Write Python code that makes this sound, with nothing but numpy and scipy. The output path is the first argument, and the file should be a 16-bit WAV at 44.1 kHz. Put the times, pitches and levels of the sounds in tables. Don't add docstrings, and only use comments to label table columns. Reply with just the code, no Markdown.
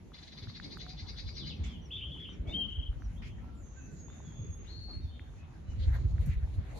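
import sys
import numpy as np
from scipy import signal
from scipy.fft import rfft, irfft, next_fast_len
from scipy.io import wavfile
from scipy.ndimage import uniform_filter1d

SR = 44100
rng = np.random.default_rng(int(sys.argv[2]) if len(sys.argv) > 2 else 0)


def digitize_waveform(pressure):
    field = np.atleast_2d(pressure).T
    bounded = np.clip(field, -1, 1)
    quanta = np.round(bounded * 32767).astype(np.int16)
    wavfile.write(sys.argv[1], SR, quanta)


N = 299615

# delay_s, gain_db
NEAR_ECHOES = [(0.0134, -6.5), (0.0263, -8)]


def from_db(db):
    return 10 ** (np.asarray(db) / 20)


def rms_one(x):
    return x / np.sqrt(np.mean(x ** 2) + 1e-20)


def in_time(rows):
    times, *columns = np.transpose(rows)
    return [np.interp(np.arange(N) / SR, times, column) for column in columns]


def at_hz(points, hz):
    freqs, values = np.transpose(points)
    return np.interp(np.log(hz), np.log(freqs), values)


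def filtered(x, order, hz, kind):
    return signal.sosfilt(signal.butter(order, hz, kind, fs=SR, output="sos"), x)


def drift(rate):
    knots = rng.standard_normal(N // 4)
    return rms_one(np.interp(np.arange(N) * rate / SR, np.arange(len(knots)), knots))


def swells(rows):
    t = np.arange(N) / SR
    return sum(from_db(db) * np.exp(-np.minimum((2 * (t - s) / length) ** 2, 20))
               for s, length, db in rows)


def noise(colour, flicker_db):
    # freq_hz, left_right_correlation
    likeness = [(30, .7), (120, .8), (250, .6), (500, .05), (1500, .1), (5000, .05), (12000, -.1)]
    out, edges = 0, 22 * 2 ** np.arange(0, 9.6, .5)
    size = next_fast_len(N)
    bins = np.maximum(np.arange(size // 2 + 1) * SR / size, 1)
    white = rng.standard_normal((2, 2, size))
    coloured = irfft(rfft(white) * from_db(at_hz(colour, bins)), size)[..., :N]
    for k, (low, high) in enumerate(zip(edges, edges[1:])):
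        if colour[0][0] < high and low < colour[-1][0]:
            mid, side = filtered(coloured[k % 2], 2, [low, high], "band")
            alike = at_hz(likeness, np.sqrt(low * high))
            band = np.sqrt(1 + alike) * mid + np.sqrt(1 - alike) * side * [[1], [-1]]
            out += from_db(flicker_db * drift(18)) * band
    return rms_one(out)


def tone(hz):
    return np.sqrt(2) * np.sin(2 * np.pi * np.cumsum(hz) / SR)


def voice(hz, db, waver, waver_rate):
    return from_db(db) * tone(hz * (1 + waver * drift(waver_rate)))


def note(start_s, length_s, fade_s=0.015):
    t = np.arange(N) / SR - start_s
    return np.clip(t, 0, length_s), np.clip(1 + np.minimum(t, length_s - t) / fade_s, 0, 1)


def glide(phrase, waver, waver_rate=300, fade_s=0.024):
    hz, db = in_time(phrase)
    start, end = phrase[0][0], phrase[-1][0]
    _, gate = note(start, end - start, fade_s)
    return gate * voice(hz, db, waver, waver_rate)


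def panned(x, pan_db):
    return x * from_db(np.array([[pan_db], [-pan_db]]) / 2)


def perched(x, pan_db):
    lead_s = pan_db * 9e-6 * np.array([[.5], [-.5]])
    hz = np.arange(N // 2 + 1) * SR / N
    return panned(irfft(rfft(x) * np.exp(2j * np.pi * hz * lead_s), N), pan_db)


def echoed(x, echoes):
    n = np.arange(N)
    return x + sum(from_db(db) * np.interp(n - round(s * SR), n, x, left=0) for s, db in echoes)


def trees(x, wet_db, t60, tail_db, tail_t60=1.43):
    t = np.arange(SR) / SR
    trunks = rng.standard_normal((2, SR)) * (rng.random((2, SR)) < 2500 / SR)
    echoes = trunks * (from_db(-60 * t / t60) + from_db(tail_db - 60 * t / tail_t60))
    echoes /= np.sqrt(np.sum(echoes ** 2, axis=1, keepdims=True))
    wet = from_db(wet_db)
    return (x + wet * signal.fftconvolve(x[None], echoes, axes=1)[:, :N]) / np.hypot(1, wet)


def air(level_db=-63):
    # freq_hz, gain_db
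    colour = [(300, 12), (800, 7), (1500, 2), (2500, -4), (4000, -6.5), (5000, -11), (6700, -7),
              (7600, -17.5), (8600, -29.5), (10000, -15.5), (12500, -20.5), (14500, -43)]
    return from_db(level_db) * noise(colour, flicker_db=3)


def wind_rumble(levelling_s=0.082, gustiness_db=0.5):
    # time_s, level_db
    strength = [(0, -52), (.33, -57), (1.2, -44), (2.25, -49.5), (2.7, -44.5), (3.25, -42.5), (3.85, -48.5),
                (4.27, -49), (4.9, -44), (5.2, -45.5), (5.58, -49.5), (5.95, -34.5), (6.16, -30),
                (6.35, -38), (6.79, -43)]
    # freq_hz, gain_db
    colour = [(22, -39), (32, -24.5), (43, 1), (65, 1), (85, -1.5), (141, -11.5), (232, -35), (320, -45.5)]
    (wind_db,) = in_time(strength)
    eddies = noise(colour, flicker_db=3)
    eddies /= np.sqrt(uniform_filter1d(np.mean(eddies ** 2, axis=0), int(levelling_s * SR)))
    return from_db(wind_db + gustiness_db * drift(16)) * eddies


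def wind_rush():
    # time_s, level_db
    flow = [(0, -57.5), (.8, -49.5), (1.3, -56.5), (1.43, -47), (1.9, -54.5), (2.55, -49), (2.9, -56.5),
            (3.45, -51), (3.7, -59), (3.95, -51), (4.55, -53.5), (5.45, -57), (5.9, -52), (6.79, -55)]
    # middle_s, length_s, level_db
    puffs = [(2.072, 0.091, -53), (2.5, 0.13, -46.5), (4.498, 0.12, -52), (6.05, 0.028, -45),
             (6.293, 0.03, -54), (6.585, 0.057, -50.5)]
    # freq_hz, gain_db
    colour = [(90, -13.5), (150, 3.5), (260, -1.5), (400, -11), (600, -21.5), (1000, -47), (2000, -30)]
    (flow_db,) = in_time(flow)
    return np.hypot(from_db(flow_db), swells(puffs)) * noise(colour, flicker_db=3.5)


def leaves():
    # time_s, level_db
    stirring = [(0, -73), (5.6, -100), (5.8, -60), (5.95, -56), (6.08, -69), (6.25, -56), (6.45, -70),
                (6.6, -65.5), (6.79, -59.5)]
    # freq_hz, gain_db
    colour = [(400, 10), (800, 2.5), (1500, 2), (2150, 3.5), (2700, -5), (4200, 1), (5200, -13.5),
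              (6800, -7.5), (8500, -23), (12500, -18.5), (14500, -35.5)]
    (rustle_db,) = in_time(stirring)
    return from_db(rustle_db + 2 * drift(60)) * noise(colour, flicker_db=5.5)


def ripples(ring_cycles=4.6, small_per_s=12, small_db=-64):
    # start_s, peak_db, pitch_hz, pan_db
    plops = [(.119, -50, 1180, 2), (.168, -49, 2700, -4), (.472, -48.5, 1490, -11), (.498, -50, 1130, 0),
             (.574, -52, 1590, -4.5), (.5995, -36, 1670, -8), (.771, -39, 1360, -7), (.865, -45, 1390, -11),
             (1.29, -46, 1887, -9), (2.291, -50, 1090, .5), (2.916, -57, 1300, 1.5),
             (2.929, -51.5, 1390, -2), (3.021, -44.5, 1480, -5), (3.388, -70, 1100, -5),
             (3.443, -50, 855, -4), (4.083, -51, 915, -2.5), (4.1, -49, 1320, -5), (4.202, -47.5, 890, -3),
             (4.887, -51, 650, -7), (5.195, -41.5, 2040, 3), (5.986, -50, 1020, 6),
             (6.182, -48.5, 1720, -16), (6.474, -51.5, 850, -9), (6.698, -64, 1120, -2)]
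    out, t = np.zeros((2, N + SR)), np.arange(SR // 20) / SR
    small = [(when * N / SR, small_db + 10 * loudness, 600 * 4 ** height, 0)
             for when, loudness, height in rng.random((int(small_per_s * N / SR), 3))]
    for s, db, hz, pan_db in list(plops) + small:
        cycles = hz * t
        attack = 1 - np.exp(-cycles ** 2 / 2)
        pocket = np.sin(2 * np.pi * cycles) * attack * from_db(-60 * cycles / ring_cycles)
        at = int(s * SR)
        out[:, at:at + len(t)] += panned(from_db(db) * pocket / np.abs(pocket).max(), pan_db)
    return out[:, :N]


def trill(pitch_hz=3998, climb_hz_per_s=300, duty=.51, lift=.19, buzz_hz=430, upper_hz=5200):
    # middle_s, relative_db
    notes = [(.148, -48.5), (0.189, -50), (0.234, -49), (0.281, -50), (0.329, -49), (.384, -46.5),
             (0.434, -47.5), (0.495, -48), (0.563, -45.5), (.647, -45), (0.726, -45.5), (.814, -44),
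             (.903, -46), (.999, -45), (1.094, -44), (1.192, -42.5), (1.286, -45), (1.379, -44),
             (1.475, -43.5)]
    # multiple_of_half_pitch, gain_db
    partials = [(1, -9.5), (3, -16.5)]
    middles, levels = np.transpose(notes)
    lengths = duty * np.gradient(middles)
    stray = 1 + .025 * rng.uniform(-0.92, 1, len(middles))
    pitches = (pitch_hz + climb_hz_per_s * (middles - middles[0])) * stray
    t = np.arange(N) / SR
    nearest = np.searchsorted((middles[1:] + middles[:-1]) / 2, t)
    progress = np.clip((t - middles[nearest]) / lengths[nearest], -1, 1)
    crest = swells((s, .03, 0) for s in middles)
    body = swells(zip(middles - lengths / 10, lengths, levels))
    effort = body * (from_db(-5) + from_db(-13) * crest)
    buzz = np.sin(2 * np.pi * np.cumsum(buzz_hz * (1 + 0.168 * drift(150))) / SR)
    rasp = .04 * drift(1200)
    hz = pitches[nearest] * (1 + lift * np.minimum(progress, .35) + .11 * buzz + rasp)
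    weak_hz = upper_hz * (1 - 0.082 * progress + 0.021 * buzz + 0.1 * drift(1000))
    grit = sum(from_db(db) * tone(round(k) * hz / 2 * (1 + 0.049 * drift(800))) for k, db in partials)
    strong = tone(hz) + crest * grit
    weak = from_db(-11) * (tone(weak_hz) + crest * from_db(-5) * tone(weak_hz / 2))
    return filtered(effort * (strong + weak), 16, 6800, "low")


def triller():
    # delay_s, gain_db
    water_echo = [(.002315, -11)]
    # time_s, pitch_hz, relative_db
    first_slur = [(1.355, 5600, -57), (1.378, 4900, -55), (1.388, 4180, -43.5), (1.415, 3450, -53),
                  (1.445, 3040, -54.5)]
    last_slur = [(1.478, 5180, -69), (1.489, 4070, -48), (1.503, 3270, -47), (1.52, 2570, -56.5)]
    song = echoed(trill(), water_echo)
    slurs = glide(first_slur, waver=0.023, waver_rate=510)
    slurs += glide(last_slur, waver=0.022, waver_rate=910)
    song += from_db(1.5) * echoed(slurs, NEAR_ECHOES)
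    return perched(trees(song, wet_db=5, t60=.11, tail_db=-11, tail_t60=.62), pan_db=4.5)


def buffets(unsteady=0.17, spread_rad=0.7, sink=0.303):
    # middle_s, length_s, pitch_hz, level_db
    thumps = [(0.433, 0.022, 89.7, -36), (0.484, 0.026, 104.7, -35.5), (1.033, .025, 63, -37.5),
              (1.261, 0.046, 79.6, -34.5), (1.617, 0.039, 74.8, -26), (1.675, 0.044, 60, -31),
              (2.076, 0.038, 74, -36), (2.408, 0.027, 62, -26.5), (2.485, 0.022, 80.8, -28.5),
              (2.557, 0.024, 143.6, -38), (2.791, 0.029, 67, -25.5), (2.898, 0.025, 53.7, -23.5),
              (2.967, 0.019, 76, -32.5), (3.082, 0.082, 50.1, -30.5), (4.407, 0.047, 103.5, -34.5),
              (4.5, 0.03, 82.5, -30.5), (4.974, 0.016, 71, -30.5), (5.05, 0.03, 70.8, -30),
              (5.695, 0.015, 67.7, -27.5), (5.746, 0.02, 64.3, -28.5), (5.811, 0.078, 73.14, -28),
              (5.883, 0.022, 71.8, -16), (5.924, 0.0318, 74.2, -21), (5.964, 0.023, 68, -24),
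              (6.053, .02, 88.5, -21), (6.144, 0.024, 71.9, -23), (6.204, 0.028, 67.5, -25),
              (6.286, 0.021, 142.3, -23.5), (6.301, .022, 70, -21), (6.373, 0.018, 65, -21.5),
              (6.439, 0.024, 65.5, -22), (6.531, 0.033, 76.3, -30), (6.587, 0.025, 71, -23)]
    out, t = np.zeros((2, N)), np.arange(N) / SR
    churn = 1 + unsteady * drift(120)
    for s, length, hz, db in thumps:
        turn, skew = rng.random(2)
        near = np.abs(t - s) < 2 * length
        age = (t[near] - s) / length
        cycles = np.cumsum(hz * churn[near] * np.exp(-sink * age)) / SR
        phase = 2 * np.pi * (cycles + turn) + spread_rad * (2 * skew - 1) * np.array([[1], [-1]])
        out[:, near] += from_db(db) * np.exp(-(2 * age) ** 2) * np.sin(phase)
    return filtered(out, 2, 32, "high")


def ticks(t60=0.076, trim_db=-6):
    # start_s, relative_db
    clicks = [(.775, -57), (4.515, -70), (6.208, -54), (6.26, -45.5), (6.30, -56), (6.334, -58)]
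    t = np.arange(N) / SR
    decay = sum((t >= s) * from_db(db - 60 * np.clip(t - s, 0, 2 * t60) / t60) for s, db in clicks)
    return from_db(trim_db) * filtered(decay * rng.standard_normal((2, N)), 2, 8000, "high")


def far_calls(arch=0.02, edge_db=2):
    # start_s, length_s, start_hz, end_hz, level_db
    chips = [(0.84, 0.087, 715, 741, -62), (1.643, 0.12, 3554, 2900, -56), (2.474, 0.029, 2240, 2250, -58),
             (2.613, 0.026, 3007, 2840, -46), (3.177, 0.0082, 3170, 3650, -60),
             (3.237, 0.0058, 3040, 3300, -57), (3.316, 0.024, 2810, 3180, -67.5),
             (3.422, 0.15, 1310, 1371, -69), (3.774, 0.05, 2610, 2620, -64),
             (3.777, 0.015, 1552, 1525, -60), (3.875, 0.057, 1556, 1457, -69),
             (4.092, 0.074, 3545, 3600, -65), (4.257, 0.071, 3370, 3210, -67),
             (4.352, 0.054, 3450, 3445, -63.5), (4.472, 0.064, 3475, 3450, -71.5),
             (5.022, .03, 3740, 3550, -65), (5.066, .12, 3523, 3575, -64), (5.115, 0.097, 3075, 3280, -68),
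             (5.39, 0.041, 2560, 2530, -67), (5.67, .02, 4020, 3830, -71),
             (5.692, 0.043, 3000, 2810, -66.5), (5.74, .14, 508, 522, -61.5),
             (5.895, 0.047, 4350, 4420, -86)]
    out = 0
    for s, length, start_hz, end_hz, db in chips:
        middle_hz = (start_hz + end_hz) / 2 * (1 + min(arch, abs(end_hz / start_hz - 1)))
        out += glide([(s, start_hz, db - edge_db), (s + length / 2, middle_hz, db),
                      (s + length, end_hz, db - edge_db)], waver=0.012)
    return trees(out, wet_db=4, t60=0.42, tail_db=-14)


def pips():
    # start_s, level_db
    cues = [(1.531, -66), (1.821, -60.5), (2.3, -64.5), (3.013, -64.5), (5.0, -76)]
    # offset_s, pitch_hz, gain_db
    shape = [(0, 5880, -8.5), (0.02, 6060, -13.5), (0.038, 5780, 0.5), (.053, 5390, -12)]
    phrases = [[(s + offset, hz, db + gain) for offset, hz, gain in shape] for s, db in cues]
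    out = sum(glide(phrase, waver=0.008, fade_s=.008) for phrase in phrases)
    return trees(out, wet_db=-3.5, t60=0.12, tail_db=-41)


def scuffs(attack_s=0.0045):
    # start_s, decay_s, level_db
    strokes = [(1.635, 0.083, -52), (2.193, 0.087, -63), (2.47, 0.098, -61), (3.218, 0.075, -54),
               (4.124, 0.085, -64.5), (4.642, 0.09, -61.5)]
    # freq_hz, gain_db
    colour = [(300, 4), (900, -16), (1400, 3.5), (2200, 11.5), (4200, -1.5), (6800, -2.5), (8500, -19.5),
              (13000, -31)]
    push, t = 0, np.arange(N) / SR
    for s, decay_s, db in strokes:
        bite = np.clip((t - s) / attack_s, 0, 1)
        push += bite * swells([(s, 2 * decay_s, db)])
    return push * noise(colour, flicker_db=-5.5)


def warbler(scoop=0.28, scoop_s=0.00713, soft_start_db=14, fade_db=3, flutter_hz=115):
    # start_s, length_s, top_hz, fall_hz, relative_db
    syllables = [(1.907, 0.035, 3620, 404, -37), (1.934, 0.041, 3658, 200, -39.5),
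                 (1.969, .032, 3200, 119, -44.5), (2.01, 0.031, 3220, 101, -37),
                 (2.039, 0.046, 3460, 507, -45.5), (2.102, 0.054, 3530, 593, -44),
                 (2.175, .085, 3425, 448, -45), (2.254, 0.054, 3144, 100, -48),
                 (2.276, 0.035, 3670, 60, -57.5)]
    out = 0
    for start, length, top_hz, fall_hz, db in syllables:
        t, gate = note(start, length, fade_s=0.005)
        onset, ending = np.exp(-t / scoop_s), (t / length) ** 2.83
        flutter = 0.03 * np.sin(2 * np.pi * flutter_hz * t)
        hz = top_hz * (1 - scoop * onset + flutter) - fall_hz * ending
        level_db = db - soft_start_db * onset - fade_db * ending
        out += gate * voice(hz, level_db, waver=0.01265, waver_rate=300)
    scattered = trees(echoed(out, NEAR_ECHOES), wet_db=-4, t60=0.25, tail_db=-27)
    return from_db(-2.5) * perched(scattered, pan_db=1)


def whistler(scoop=0.19, scoop_s=0.0118, sag_hz_per_s=500, soft_start_db=20):
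    # start_s, length_s, pitch_hz, level_db
    whistles = [(2.469, 0.077, 3627, -50), (2.522, .105, 3181, -36.5)]
    out = 0
    for start, length, pitch_hz, db in whistles:
        t, gate = note(start, length)
        onset = np.exp(-t / scoop_s)
        hz = pitch_hz * (1 - scoop * onset) - sag_hz_per_s * (t - length / 2)
        out += gate * voice(hz, db - soft_start_db * onset, waver=0.006, waver_rate=700)
    return perched(trees(out + quaver(), wet_db=-1, t60=0.16, tail_db=-33), pan_db=6.5)


def wavelets():
    # middle_s, length_s, level_db
    washes = [(2.55, 0.19, -53.5), (4.15, 0.26, -64), (4.9, 0.059, -53.5), (6.72, 0.6, -58)]
    # freq_hz, gain_db
    colour = [(300, -1.5), (450, 1.5), (650, 6.5), (1000, -14.5), (1800, -16), (3000, -22.5)]
    return swells(washes) * noise(colour, flicker_db=5.5)


def quaver(pitch_hz=3150, level_db=-44, pulses_per_s=28.5, dip=.06, dip_db=10, fade_db_per_s=20):
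    t, gate = note(start_s=2.64, length_s=0.25)
    slack = (1 + np.cos(2 * np.pi * pulses_per_s * t)) / 2
    hz = pitch_hz * (1 - dip * slack ** 2)
    return gate * voice(hz, level_db - dip_db * slack - fade_db_per_s * t, waver=0.026, waver_rate=630)


def thin_caller(bend=1.8, taper_db=12, peak_at=0.38):
    # start_s, length_s, start_hz, end_hz, level_db
    slurs = [(3.561, 0.08, 7320, 6800, -67), (3.62, 0.11, 6700, 6050, -62.5),
             (3.739, 0.1, 6960, 6550, -61.5), (3.779, 0.1, 6450, 6170, -61.5),
             (3.915, 0.09, 7300, 6800, -65), (3.973, 0.079, 6670, 6520, -55),
             (4.056, 0.15, 7000, 6600, -64), (4.131, 0.092, 6400, 6150, -66),
             (4.223, 0.078, 6820, 6550, -59), (4.327, 0.18, 6660, 6490, -58.5),
             (4.51, 0.062, 6600, 6500, -55), (4.571, 0.064, 6570, 6430, -65.5)]
    out = 0
    for start, length, high_hz, low_hz, db in slurs:
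        t, gate = note(start, length)
        progress = t / length
        hz = low_hz + (high_hz - low_hz) * np.abs(1 - progress) ** bend
        rasp = .004 + 0.21 * (1 - low_hz / high_hz)
        out += gate * voice(hz, db - taper_db * np.abs(progress - peak_at), waver=rasp, waver_rate=360)
    return perched(trees(out, wet_db=6, t60=0.7, tail_db=-25), pan_db=-3)


def long_whistler(pitch_hz=4335, scoop_s=0.009, creep_s=0.033, settle_s=0.2, fade_db_per_s=16):
    t, gate = note(start_s=4.664, length_s=.265)
    scoop, creep = np.exp(-t / scoop_s), np.exp(-t / creep_s)
    accent = swells([(4.912, .04, 8)])
    hz = pitch_hz * (1 - 0.25 * scoop - 0.093 * creep)
    db = -54.5 - 11 * creep - fade_db_per_s * t
    rasp = 0.0042 + 0.0267 * np.exp(-t / settle_s)
    call = gate * (1.5 + accent) * voice(hz, db, waver=rasp, waver_rate=1300)
    return perched(trees(call, wet_db=3, t60=0.52, tail_db=-20), pan_db=7.5)


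def scene():
    birds = triller() + warbler() + whistler() + thin_caller() + long_whistler() + far_calls() + pips()
    shore = ripples() + wavelets()
    nearby = ticks() + scuffs()
    bed = air()
    breeze = wind_rumble() + wind_rush() + leaves() + buffets()
    return birds + shore + nearby + bed + breeze


def record(dry):
    return signal.sosfilt(signal.cheby2(12, 70, 15500, fs=SR, output="sos"), dry)


dry = scene()
out = record(dry)
digitize_waveform(out)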